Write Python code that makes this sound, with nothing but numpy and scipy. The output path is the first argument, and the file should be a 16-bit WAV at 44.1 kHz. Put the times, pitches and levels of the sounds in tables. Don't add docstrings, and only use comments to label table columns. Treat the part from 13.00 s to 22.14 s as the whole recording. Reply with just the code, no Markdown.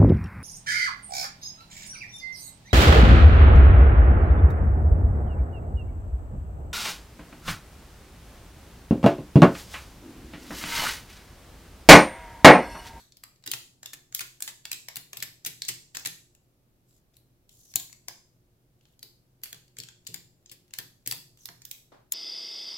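import sys
import numpy as np
from scipy import signal
from scipy.fft import rfft, irfft, next_fast_len
from scipy.io import wavfile
from scipy.ndimage import map_coordinates

SR = 44100
rng = np.random.default_rng(int(sys.argv[2]) if len(sys.argv) > 2 else 0)


def dump_mix(stems):
    frames = np.atleast_2d(stems).T
    limited = np.clip(frames, -1, 1)
    pcm = np.round(limited * 32767).astype(np.int16)
    wavfile.write(sys.argv[1], SR, pcm)


N = 402959
SNAP_T = (np.arange(2048) - 512) / SR

# f/Hz, level/dB
AIR_SPECTRUM = [(20, -15), (45, -9.5), (70, -16), (120, -8), (200, -16), (340, -19.5), (450, -23.5),
                (600, -24.5), (900, -31.5), (2000, -37), (5000, -38.5), (9500, -41), (12000, -36.5),
                (15600, -39.5), (17000, -52.5)]
# f/Hz, level/dB, width/Hz
HUM_BANDS = [(122.6, -70, 16), (357, -79, 10)]
# f/Hz, correlation
MIC_COHERENCE = [(60, 0.99), (150, 0.83), (350, 0.78), (700, 0.42), (1400, -0.18), (3000, 0),
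                 (10000, -0.13)]
# f/Hz, t60/s
REVERB_DECAY = [(200, 0.68), (600, 0.31), (1400, 0.34), (3700, 0.39), (7500, 0.48), (15000, 0.31)]
# f/Hz, level/dB
REVERB_SPECTRUM = [(200, 1.5), (900, 6), (2000, 1), (4000, 0.5), (8000, -4.5), (15000, -1.5)]
# f/Hz, level/dB
BRUSH_SPECTRUM = [(100, -9), (350, 1.5), (900, 1), (1700, -7.5), (2600, -15.5), (4200, -15.5), (7000, -26),
                  (16000, -37.5)]
# f/Hz, level/dB
RUB_SPECTRUM = [(500, -37.5), (2200, -24), (3500, -7), (5500, -1.5), (7600, 0), (9000, -6), (12000, 0.5),
                (16000, -8.5)]
# t/s, length/s, level/dB, rasp's starting f/Hz
GRIP_SLIDES = [(3.853, .13, -70.5, 8000), (4.134, .03, -68, 7200), (4.479, .25, -62, 7600),
               (5.79, .15, -77, 4300), (8.367, 0.1, -59.5, 6500)]
# f/Hz, level/dB, t60/s
THUD_MODES = [(124.6, -4, 0.19), (141.7, -2, 0.14), (168.7, -7, 0.19), (208.6, -11.5, .08)]
# f/Hz, level/dB, t60/s
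KNOCK_MODES = [(286, 2, 0.11), (348, -1.5, 0.17), (423.6, -0.5, 0.088), (497, -2.5, 0.076),
               (623, -8, 0.059)]
# f/Hz, level/dB, t60/s
CLACK_MODES = [(698.4, -2, 0.15), (786, -0.5, .1), (1050, -4.5, .06), (1100, -8.5, .05), (1600, -1, 0.055)]
# t/s, thud/dB, knock/dB, clack/dB
FINGER_BUMPS = [(0.472, -44.5, -46.5, -59), (2.177, -46.5, -64, -59), (4.755, -42, -55, -37),
                (5.082, -57, -61, -47), (6.03, -62.5, -60.5, -70), (7.088, -38.5, -55, -77),
                (8.065, -41.5, -47, -62), (8.485, -48.5, -55.5, -50)]
# t/s, left over right/dB
HAND_PAN = [(0, 0), (4.7, 3.5), (5.1, 5.5), (6.4, 0.5), (7.1, 5), (8.1, 3), (8.45, -6.5), (8.7, -3.5),
            (9.1, 1.5)]
# f/Hz, level/dB
FILM_SPECTRUM = [(150, -21), (600, -18), (1000, -12.5), (1300, -12), (1800, -4.5), (2900, -2), (4500, 1),
                 (5900, -1), (7600, 3), (9100, -6), (11800, -1.5), (15500, -5), (17000, -22)]
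# f/Hz, level/dB
STUCK_RESONANCES = [(1060, 1.5), (1790, 4.5), (2500, 1.5), (3500, 2.5)]
# t/s, level/dB, body/dB, treble/dB, fold resonance f/Hz
FILM_POPS = [(-0.1, -32, 3.5, 1, 3930), (0.122, -55, -26, -13, 4480), (0.17, -56, -14, 2.5, 4500),
             (0.2368, -45, 3.5, 1, 4830), (0.439, -53.5, 5, -11, 3670), (0.4751, -30.5, -9.5, -8, 3350),
             (0.515, -26.5, -15, -0.5, 3040), (0.8306, -44.5, -1.5, -7, 6000),
             (0.8589, -38.5, -8.5, -1, 5560), (1.1245, -50, 2, -7, 6590), (1.148, -31, -10.5, 7, 6370),
             (1.193, -33.5, -10, -0.5, 2400), (1.405, -45, -2.5, 2, 8000), (1.4232, -33, -6.5, 5, 7060),
             (1.6536, -37, -2, -3.5, 2300), (1.7159, -30.5, -7.5, -2, 2640),
             (1.8851, -36.5, -2.5, -4, 2160), (1.9577, -37, -9, 3.5, 1840), (2.1315, -39, 2, -4.5, 2580),
             (2.1709, -38, -9, 2, 3600), (2.2022, -41.5, -10, -7, 3500), (2.4492, -32.5, -7, -9, 7600),
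             (2.62, -31.5, -13, -6, 4300), (2.6506, -43.5, -13, -4, 7080), (2.6834, -29, -21, -1.5, 5600),
             (2.9697, -32.5, -1, -4, 5630), (2.9964, -47, -7.5, 3, 2550), (3.0502, -35.5, -6, -5, 2550),
             (3.0715, -36, -13, 2.5, 6900), (3.35, -60.5, -9.5, -5, 7100), (4.168, -62, -16.5, 7.5, 3960),
             (4.493, -56, -25, -2.5, 3400), (4.717, -64, -13, 6, 3470), (4.7385, -43, -11, -12, 1750),
             (4.7644, -33, -16, -5, 3850), (4.799, -40, -9, -2, 7000), (4.898, -58, -1, -6, 1990),
             (4.928, -49.5, -7, -4, 6200), (5.0833, -36, 0.5, 0, 5370), (5.81, -66.5, -3, -14, 2920),
             (5.854, -64.5, 1.5, -16, 3420), (5.9925, -58.5, -13, 0.5, 4500),
             (6.0291, -44.5, -5.5, 0.5, 4100), (6.4354, -35, -14, -0.5, 2035),
             (6.441, -43.5, -12, 6.5, 4700), (6.457, -45, -4, -9, 2030), (6.7684, -49, -5, -10, 6700),
             (6.801, -38.5, -18, -9, 4260), (6.836, -44.5, -13, -7, 2960), (6.887, -48, -2.5, -11, 3450),
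             (7.0679, -37.5, -15.5, -13, 4460), (7.0725, -41.5, -17, 0.5, 7100),
             (7.46, -52.5, -16, -17.5, 6500), (7.496, -50.5, -30, -12, 4320), (7.708, -59, -12, -14, 2720),
             (7.7372, -34.5, -10.5, -6.5, 2260), (8.0623, -36, -17, -10, 1640), (8.0746, -33, -17, 8, 1830),
             (8.112, -32, -10, 2.5, 4650), (8.4564, -40.5, -10.5, 3.5, 5200),
             (8.4883, -43.5, 2.5, -28, 3040), (8.619, -50.5, -10, -6, 7080), (8.652, -45.5, -14, 7.5, 6050),
             (8.7125, -37.5, -17, 4, 2310), (9.122, -30.5, -11, 7, 7500)]
# t/s, level/dB, length/s, body/dB, treble/dB, thud/dB
GLUE_PEELS = [(0.462, -40, .005, -7, 1.5, -47), (0.5354, -30, 0.0028, -2, -5, -50),
              (0.933, -39, 0.0051, -3, -1.5, -52.5), (1.207, -31, 0.0046, -5, -4.5, -48),
              (1.4765, -33.5, 0.01, -4, -3.5, -66), (1.7296, -33.5, .0025, -12, -3, -50),
              (1.967, -36.5, 0.0036, -6, 2.5, -46), (2.225, -29.5, .004, -4.5, -1.5, -47.5),
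              (2.462, -28.5, 0.0061, -14, 1.5, -41.5), (2.687, -26.5, 0.0071, -13.5, -4, -40.5),
              (2.9489, -34, 0.0046, -6, -8.5, -52), (3.058, -26.5, .0028, -12, -4.5, -41.5),
              (6.5287, -39, 0.0013, -6.5, -4, -47), (6.7862, -37, 0.0016, -23, -4, -42),
              (7.143, -35, 0.002, -11, -0.5, -46), (7.515, -44, 0.0084, -16, 0.5, -51),
              (7.7867, -33, 0.0024, -1, 1, -41.5), (8.1226, -33.5, 0.0028, -4, 4.5, -42)]


def amp(db):
    return 10 ** (np.asarray(db) / 20)


def unit(x):
    return x / np.sqrt(np.mean(x ** 2) + 1e-20)


def along(points, hz):
    f, v = np.transpose(points)
    return np.interp(np.log(hz + 1), np.log(f + 1), v)


def wobble(rate):
    return map_coordinates(rng.standard_normal(int(N * rate / SR) + 4), [np.arange(N) * rate / SR])


def fuzzy_tone(hz, width):
    phase = 2 * np.pi * np.cumsum(hz * np.ones(N)) / SR
    return unit(wobble(width) * np.sin(phase) + wobble(width) * np.cos(phase))


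def filtered(x, response):
    size = next_fast_len(N + SR // 4)
    return irfft(rfft(x, size) * response(np.fft.rfftfreq(size, 1 / SR)), size)[..., :N]


def causal(db):
    cepstrum = irfft(db * np.log(10) / 20)
    half = len(cepstrum) // 2
    return np.exp(rfft(np.r_[cepstrum[0], 2 * cepstrum[1:half], np.zeros(half)]))


def add(track, s, sound):
    start = round(s * SR)
    a, b = max(start, 0), min(start + sound.shape[-1], N)
    if b > a:
        track[:, a:b] += sound[..., a - start:b - start]


def diffuse(pair, hz):
    turn = np.arccos(np.clip(along(MIC_COHERENCE, hz), -1, 1)) / 2
    mid, side = pair[0] * np.cos(turn), pair[1] * np.sin(turn)
    return np.array([mid + side, mid - side])


def background(air_db, hum_db):
    hz = np.fft.rfftfreq(next_fast_len(N), 1 / SR)
    noise = diffuse(rng.standard_normal((2, len(hz), 2)) @ [1, 1j], hz)
    air = irfft(noise * amp(along(AIR_SPECTRUM, hz)))[:, :N]
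    hum = sum(amp(db) * fuzzy_tone(pitch, width) for pitch, db, width in HUM_BANDS)
    return amp(air_db) * unit(air) + amp(hum_db) * hum


def reverb(sound, build_s, size=256):
    hz = np.fft.rfftfreq(size, 1 / SR)[:, None]
    t = np.arange(SR // size) * size / 2 / SR
    noise = diffuse(rng.standard_normal((2, len(hz), len(t), 2)) @ [1, 1j], hz)
    decay = amp(along(REVERB_SPECTRUM, hz) - 60 * t / along(REVERB_DECAY, hz))
    build = 1 - np.exp(-t / build_s)
    tail = signal.istft(noise * decay * build, nperseg=size)[1]
    tail /= np.sqrt(np.sum(tail ** 2) / 2)
    return signal.fftconvolve(sound, tail, axes=1)


def stroke(s, attack_s, hold_s, db_per_s, release_s):
    t = np.arange(N) / SR - s
    attack = np.clip(t / attack_s, 0, 1)
    release = np.exp(-np.maximum(t - hold_s, 0) / release_s)
    return attack * amp(db_per_s * np.clip(t, 0, hold_s)) * release


def friction(spectrum, grain_db, grain_rate):
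    slips = amp(grain_db * wobble(grain_rate)) * rng.standard_normal((2, N))
    return unit(filtered(slips, lambda hz: amp(along(spectrum, hz))))


def desk_brush(s, level_db):
    sweep = stroke(s, attack_s=.0029, hold_s=.09, db_per_s=-121.5, release_s=.047)
    return amp(level_db) * sweep * friction(BRUSH_SPECTRUM, grain_db=0, grain_rate=340)


def finger_slides(rub_db, rasp_db, sag_hz_per_s=7500):
    t, grip, pitch = np.arange(N) / SR, np.zeros(N), np.zeros(N)
    for s, length, db, start_hz in GRIP_SLIDES:
        grip += amp(db) * stroke(s, attack_s=.049, hold_s=length, db_per_s=27.5, release_s=.017)
        pitch = np.where(t >= s, start_hz - sag_hz_per_s * np.minimum(t - s, length), pitch)
    rasp = np.array([fuzzy_tone(pitch, width=1300) for mic in range(2)])
    rasp *= amp(4.4 * wobble(250))
    rub = friction(RUB_SPECTRUM, grain_db=2.5, grain_rate=240)
    return grip * (amp(rub_db) * rub + amp(rasp_db) * unit(rasp))


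def ring(modes, attack_s, detune):
    t = np.arange(SR // 3) / SR
    tone = np.zeros(len(t))
    for hz, db, t60 in modes:
        strength, load = rng.standard_normal(2)
        decay = amp(db + 2 * strength - 60 * t / t60)
        tone += decay * np.sin(2 * np.pi * hz * (1 + detune * load) * t)
    return tone * (1 - np.exp(-t / attack_s))


def phone_bumps(thud_gain_db, clack_gain_db, rebound_knock_db, rebound_clack_db, room_db):
    out = np.zeros((2, N))
    rebounds = [(s, thud_db, thud_db + rebound_knock_db, db + body_db + rebound_clack_db)
                for s, db, _, body_db, _, thud_db in GLUE_PEELS]
    for s, thud_db, knock_db, clack_db in FINGER_BUMPS + rebounds:
        thud = amp(thud_db + thud_gain_db) * ring(THUD_MODES, attack_s=.0098, detune=.038)
        knock = amp(knock_db) * ring(KNOCK_MODES, attack_s=.003, detune=.03)
        clack = amp(clack_db + clack_gain_db) * ring(CLACK_MODES, attack_s=.00071, detune=.029)
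        blow = thud + knock + clack
        add(out, s, blow)
        add(out, s, amp(room_db) * reverb(blow[None], build_s=.0024))
    return out


def desk_push(s, level_db, width_s):
    u = (np.arange(N) / SR - s) / width_s
    return amp(level_db) * (1 - u ** 2) * np.exp(-u ** 2 / 2)


def crackle(length_s, spiky_db, alike, swell_db, swell_s):
    t = SNAP_T
    spikes = amp(spiky_db * np.repeat(rng.standard_normal(len(t) // 8), 8))
    crack = (t >= 0) * np.exp(-.5 * (abs(t) / length_s) ** 1.21)
    swell = amp(swell_db) * np.exp(-abs(t) / swell_s)
    common, left, right = rng.standard_normal((3, len(t)))
    noise = np.sqrt(alike) * common + np.sqrt(1 - alike) * np.array([left, right])
    burst = (crack + swell) * spikes * noise
    return burst / np.linalg.norm(burst, axis=1, keepdims=True)


def film_colour(hz, body_db, treble_db, folds, log_width=.14, ripple_db=2, knots=64):
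    tilt = along([(1200, body_db + 9.5), (2800, .0082), (7000, .0048), (10500, treble_db + 3)], hz)
    peaks = sum(db / (1 + (np.log((hz + 1) / centre) / log_width) ** 2) for centre, db in folds)
    lesser = map_coordinates(rng.standard_normal(knots + 1), [np.sqrt(hz / hz[-1]) * knots])
    return along(FILM_SPECTRUM, hz) + tilt + peaks + ripple_db * lesser


def snap(s, burst, body_db, treble_db, folds, room_db, lag_s):
    size = burst.shape[1]
    hz = np.fft.rfftfreq(size, 1 / SR)
    colour = causal(film_colour(hz, body_db, treble_db, folds))
    sides = np.array([[1], [-1]])
    arrival = np.exp(1j * np.pi * hz * lag_s * rng.standard_normal() * sides)
    direct = irfft(rfft(burst) * colour * arrival)
    pan_db = np.interp(s, *np.transpose(HAND_PAN))
    sound = amp(room_db) * reverb(direct, build_s=.0019)
    sound[:, :size] += direct * amp(sides * pan_db / 2)
    return sound


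def crinkles(sliding_db, bending_db, thread_db, spread_db, lead_s=.075, trail_s=.018):
    out = np.zeros((2, N))
    sliding = [(s + length * rng.random(), db + sliding_db)
               for s, length, db, _ in GRIP_SLIDES for _ in range(3)]
    bending = [(s - lead_s * (1 + rng.random() / 2), bending_db) for s, *_ in GLUE_PEELS]
    threads = [(s + trail_s * rng.random(), db + thread_db)
               for s, db, *_ in GLUE_PEELS for _ in range(2)]
    for s, db in sliding + bending + threads:
        burst = crackle(length_s=.0016, spiky_db=3, alike=.5, swell_db=-20, swell_s=.002)
        gain = amp(db + spread_db * rng.standard_normal())
        tick = snap(s, burst, body_db=-9, treble_db=-5, folds=STUCK_RESONANCES,
                    room_db=-3.5, lag_s=.00012)
        add(out, s + SNAP_T[0], gain * tick)
    return out


def crease(s, gain_db, fold_hz, fold_db):
    out = np.zeros((2, N))
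    burst = crackle(length_s=.0013, spiky_db=4, alike=.57, swell_db=-27, swell_s=.0022)
    crack = snap(s, burst, body_db=-15.5, treble_db=8, folds=[(fold_hz, fold_db)],
                 room_db=-9.5, lag_s=.00005)
    add(out, s + SNAP_T[0], amp(gain_db) * crack)
    return out


def film_pops(gain_db, fold_db):
    out = np.zeros((2, N))
    for s, db, body_db, treble_db, fold_hz in FILM_POPS:
        burst = crackle(length_s=.0016, spiky_db=3, alike=.6, swell_db=-18.5, swell_s=.0024)
        pop = snap(s, burst, body_db, treble_db, [(fold_hz, fold_db)], room_db=-4.5, lag_s=.00012)
        add(out, s + SNAP_T[0], amp(db + gain_db) * pop)
    return out


def glue_peels(gain_db):
    out = np.zeros((2, N))
    for s, db, length_s, body_db, treble_db, _ in GLUE_PEELS:
        burst = crackle(length_s, spiky_db=3.5, alike=.62, swell_db=-12.5, swell_s=.002)
        peel = snap(s, burst, body_db, treble_db, STUCK_RESONANCES, room_db=-8, lag_s=.00013)
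        add(out, s + SNAP_T[0], amp(db + gain_db) * peel)
    return out


def scene():
    phone = phone_bumps(thud_gain_db=-1, clack_gain_db=-11.5, rebound_knock_db=-11.5,
                        rebound_clack_db=-15, room_db=-7)
    phone += desk_push(s=4.755, level_db=-43, width_s=.0018)
    tape = film_pops(gain_db=28, fold_db=6.5) + glue_peels(gain_db=28.5)
    tape += crinkles(sliding_db=22, bending_db=-42.5, thread_db=12.5, spread_db=3.5)
    tape += crease(s=4.7573, gain_db=.5, fold_hz=7150, fold_db=11.5)
    hands = finger_slides(rub_db=-3.5, rasp_db=-6.5) + desk_brush(s=8.918, level_db=-52.5)
    return phone + tape + hands + background(air_db=-67, hum_db=-2.5)


def record(dry):
    top_hz = 16300
    return filtered(dry, lambda hz: 1 / np.sqrt(1 + (hz / top_hz) ** 120))


dry = scene()
out = record(dry)
dump_mix(out)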